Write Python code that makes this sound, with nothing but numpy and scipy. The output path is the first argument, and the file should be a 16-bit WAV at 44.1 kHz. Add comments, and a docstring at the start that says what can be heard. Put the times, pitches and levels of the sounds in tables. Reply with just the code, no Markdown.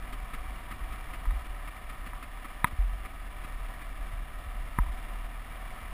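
"""A single-cylinder motorcycle rolls down a dirt road, throttle nearly shut, heard from a camera in a
closed case. From the start the crank shakes the mount and the valve gear clatters over the road's rumble,
while stray charges fire with short chuffs. Bumps set the mount swinging, and the engine sags near 2 s.
A sharp knock hits the case at 2.6 s. The chuffs thin out after 4 s, a second hard knock lands with a
heavy thud at 4.8 s, and the engine picks up a little at the end."""
import sys
import numpy as np
from scipy import signal
from scipy.fft import rfft, irfft
from scipy.io import wavfile

SR = 44100
rng = np.random.default_rng(int(sys.argv[2]) if len(sys.argv) > 2 else 0)


def digitize_waveform(pressure):
    """Quantize a signal to 16-bit integers and store it at the path in sys.argv[1].

    Rows of a 2-D input are taken as channels; values are limited to [-1, 1].
    """
    field = np.atleast_2d(pressure).T
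    bounded = np.clip(field, -1, 1)
    quanta = np.round(bounded * 32767).astype(np.int16)
    wavfile.write(sys.argv[1], SR, quanta)


N = 261495
T = np.arange(N) / SR


def undb(db):
    """Decibels to gain."""
    return 10 ** (np.asarray(db) / 20)


def unit(x):
    """Scale to rms 1."""
    return x / np.sqrt(np.mean(x ** 2))


def curve(rows):
    """An automation curve through (time_s, value) points."""
    return np.interp(T, *np.transpose(rows))


def wander(rate_hz):
    """Smooth random drift with a spread of 1."""
    f = np.fft.rfftfreq(N, 1 / SR)
    return unit(irfft(rfft(rng.standard_normal(N)) * np.exp(-(f / rate_hz) ** 2) * (f > 0), N))


def colour(x, eq, resonances=()):
    """Shape x with a smooth EQ curve and resonances standing on it; rms 1."""
    f = np.fft.rfftfreq(N, 1 / SR) + 1e-3
    hz, db = np.transpose(eq)
    power = undb(np.interp(np.log(f), np.log(hz), db)) ** 2
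    for centre, width, peak_db in resonances:
        power += (undb(peak_db) / (1 + ((f - centre) / width) ** 2)) ** 2
    return unit(irfft(rfft(x) * np.sqrt(power), N))


def ring(t, hz, t60):
    """A damped sine that starts at t = 0."""
    t = np.maximum(t, 0)
    return np.sin(2 * np.pi * hz * t) * np.exp(-np.log(1000) * t / t60)


def add(out, start_s, x):
    """Mix x into out at start_s."""
    i = int(start_s * SR)
    out[i:i + len(x)] += x[:len(out) - i]


# Partials of the engine's throb: crank_multiple, relative_db
SHAKE_PARTIALS = [(.5, -8), (1, 2), (1.5, -21), (2, -18), (2.5, -21.5), (3, -22), (3.5, -29), (4, -34)]
# Fader ride on the throb, a little stronger through the bend: time_s, level_db
SHAKE_FADER = [(0, -43.5), (2.3, -41), (3.3, -40), (4.9, -37.5), (5.93, -40.5)]

def engine_shake(turns, waver_db=2.5):
    """The piston shakes the mount once a turn; the four-stroke cycle adds half orders."""
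    throb = np.zeros(N)
    for multiple, db in SHAKE_PARTIALS:
        gain = undb(db + waver_db * wander(9.9))
        throb += gain * np.sin(2 * np.pi * (multiple * turns + rng.random()))
    return unit(throb) * undb(curve(SHAKE_FADER))


# Broad tone of the clatter: freq_hz, relative_db
CLATTER_EQ = [(60, -21), (120, -9.5), (200, 0), (280, -0.5), (400, -8.5), (540, -7), (850, -14), (1450, -5),
              (2400, -14), (3600, -15), (4200, -20.5), (5500, -22)]
# Ring of the engine's metal, heard through the case: pitch_hz, half_width_hz, relative_db
METAL_RESONANCES = [(596, 23.3, 0), (677.4, 18.6, 3), (697, 41, -3.5), (753.7, 30, 5.5), (1004, 81, 1.5),
                    (1156, 48, 4.5), (1270, 56, 4), (1805, 162, -1), (2067, 116, -5), (2315, 115, -2.5),
                    (2792, 203, -8), (3360, 220, -14)]

def valve_clatter(turns, crank_hz, cruise_hz=37, cruise_db=-47.5, db_per_hz=0.39, slack_cycles=0.0031):
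    """Dense ticks of valve gear and chain ring the metal, louder as the engine runs faster."""
    cycle_swell_db = 0.9 * np.cos(np.pi * turns + 2 * np.pi * 0.29)  # one cycle is two turns
    turn_swell_db = 0.42 * np.cos(2 * np.pi * turns)
    # some ticks return at the same crank angle every cycle, give or take the slack of the chain
    pattern = rng.standard_normal(SR // 20)
    cycle_phase = (turns / 2 + slack_cycles * wander(10.5)) % 1
    repeating = np.interp(cycle_phase, np.linspace(0, 1, len(pattern)), pattern)
    ticks = rng.standard_normal(N) + undb(-4) * repeating
    grain_db = 1.5 * wander(1160)
    flicker_db = 0.5 * wander(6.3)
    ticks *= undb(cycle_swell_db + turn_swell_db + grain_db + flicker_db)
    level_db = cruise_db + db_per_hz * (crank_hz - cruise_hz)
    return colour(ticks, CLATTER_EQ, METAL_RESONANCES) * undb(level_db)


# Cues for the chuffs: start_s, level_db
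CHUFF_CUES = [(0.123, -40.5), (0.333, -39), (0.708, -39.5), (0.92, -41.5), (1.13, -41), (1.452, -48),
              (1.671, -43.5), (1.892, -42), (2.06, -41.5), (2.223, -41.5), (2.442, -42), (2.664, -41),
              (3.047, -42), (3.437, -42.5), (3.65, -56), (3.813, -43.5), (5.505, -51)]
# Tone of a chuff, low body with a midrange bark: freq_hz, relative_db
CHUFF_EQ = [(60, -21), (130, 4.5), (270, 5.5), (450, -9), (800, -24), (1250, 11), (1500, -6), (1850, 1),
            (2350, -1), (3000, -8.5), (4000, -15), (5500, -21.5)]

def stray_firings(length_s=0.029, grain_db=0.5):
    """Each stray firing is a short, rough chuff of gas that swells and dies."""
    envelope = np.zeros(N)
    progress = np.minimum(T[:SR // 8] / length_s, 1)
    for start_s, level_db in CHUFF_CUES:
        add(envelope, start_s, undb(level_db) * np.sin(np.pi * progress ** 0.57))
    gas = rng.standard_normal(N) * undb(grain_db * wander(700))
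    return envelope * colour(gas, CHUFF_EQ)


# Hits on the case: start_s, clack_peak_db, contact_ms, thud_relative_db
KNOCK_CUES = [(1.254, -30.5, 0.66, -23), (1.307, -31.5, 0.23, -23), (2.132, -32.5, 0.52, -13),
              (2.372, -35.5, 0.37, -16), (2.6431, -7, 0.3, -6.5), (4.786, -15, 0.62, 1.5),
              (4.862, -39, 0.71, -20)]
# Ring of the case: pitch_hz, relative_db, t60_s
CASE_MODES = [(967, 6, 0.024), (1281, 1.5, 0.021), (1460, 1, 0.008), (1757, 8, 0.0065), (2086, 3.5, 0.012),
              (2500, -6.5, 0.012), (3250, -15, 0.021), (3770, -4.5, 0.011)]

def case_knocks(thud_hz=145, thud_t60_s=0.019, rebound_s=0.004, rebound_db=-17, walls_hz=(1120, 5800)):
    """A blow and its rebound ring the case over a short thud; a longer contact sounds duller."""
    out, t = np.zeros(N), T[:SR // 10]
    walls = signal.butter(2, walls_hz, "bandpass", fs=SR, output="sos")
    modes = np.zeros(len(t))
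    for k, (hz, db, t60) in enumerate(CASE_MODES):
        polarity = (-1) ** k  # neighbouring modes move the microphone in opposite directions
        rebound = undb(rebound_db) * ring(t - rebound_s, hz, t60)
        modes += polarity * undb(db) * (ring(t, hz, t60) + rebound)
    for start_s, peak_db, contact_ms, thud_db in KNOCK_CUES:
        push = np.sin(np.pi * np.minimum(t * 1000 / contact_ms, 1)) ** 2
        clack = signal.sosfilt(walls, signal.fftconvolve(modes, push)[:len(t)])
        thud = undb(thud_db) * ring(t, thud_hz, thud_t60_s)
        add(out, start_s, -undb(peak_db) * (clack / np.abs(clack).max() + thud))
    return out


# Low booms of the swinging mount: start_s, gain_db, pitch_hz, t60_s
BUMP_CUES = [(0.481, -23, 48, 0.13), (0.901, -30, 44, 0.15), (1.27, -16.5, 36, 0.37),
             (1.319, -24, 54.5, 0.39), (2.726, -21.5, 74, .06), (2.787, -14, 43, 0.38),
             (2.927, -25, 44, .2), (4.13, -24.5, 64, .065), (4.46, -25.5, 55, 0.1),
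             (4.64, -25, 59.5, 0.069), (4.796, -12, 42.8, .15), (4.865, -22.5, 52, .22)]

def mount_bumps(attack_s=0.0056):
    """After a bump the camera swings on its mount and settles."""
    out, t = np.zeros(N), T[:SR // 2]
    attack = 1 - np.exp(-t / attack_s)
    for start_s, gain_db, hz, t60 in BUMP_CUES:
        add(out, start_s, undb(gain_db) * attack * ring(t, hz, t60))
    return out


# Tone of the road bed, mostly sub-bass: freq_hz, relative_db
ROAD_EQ = [(5, -24), (12, -3), (24, -2.5), (45, -1.5), (60, -8.5), (85, -21), (130, -22.5), (220, -35),
           (500, -43), (2000, -76)]

def road_rumble(level_db=-43, uneven_db=2.0):
    """Tyres on packed dirt shake the frame with a low, uneven rumble."""
    return colour(rng.standard_normal(N), ROAD_EQ) * undb(level_db + uneven_db * wander(1.27))


# Engine pace in crank turns a second: time_s, crank_hz
CRANK_SPEED = [(0, 38.6), (1, 40.3), (2.2, 35.3), (3, 36.8), (4, 37.1), (5, 37.5), (5.93, 39.7)]

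def scene():
    """Engine, jolts and road in mono; the crank speed sets the engine's beat and the clatter's level."""
    crank_hz = curve(CRANK_SPEED)
    turns = np.cumsum(crank_hz) / SR
    engine = engine_shake(turns) + valve_clatter(turns, crank_hz) + stray_firings()
    return (engine + case_knocks() + mount_bumps() + road_rumble())[None]


HOLD_HZ, BAND_HZ, TOP_HZ = 12000, 5650, 15400  # camera's sample rate, input cutoff, output cutoff

def record(dry):
    """The camera samples slowly and holds each value, mirroring the sound upward as a thin sizzle."""
    band = signal.sosfilt(signal.butter(24, BAND_HZ, fs=SR, output="sos"), dry)
    slow = signal.resample(band, N * HOLD_HZ // SR, axis=-1)
    held = signal.resample(np.repeat(slow, 4, axis=-1), N, axis=-1)
    return signal.sosfilt(signal.ellip(10, .2, 70, TOP_HZ, fs=SR, output="sos"), held)


dry = scene()
out = record(dry)
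digitize_waveform(out)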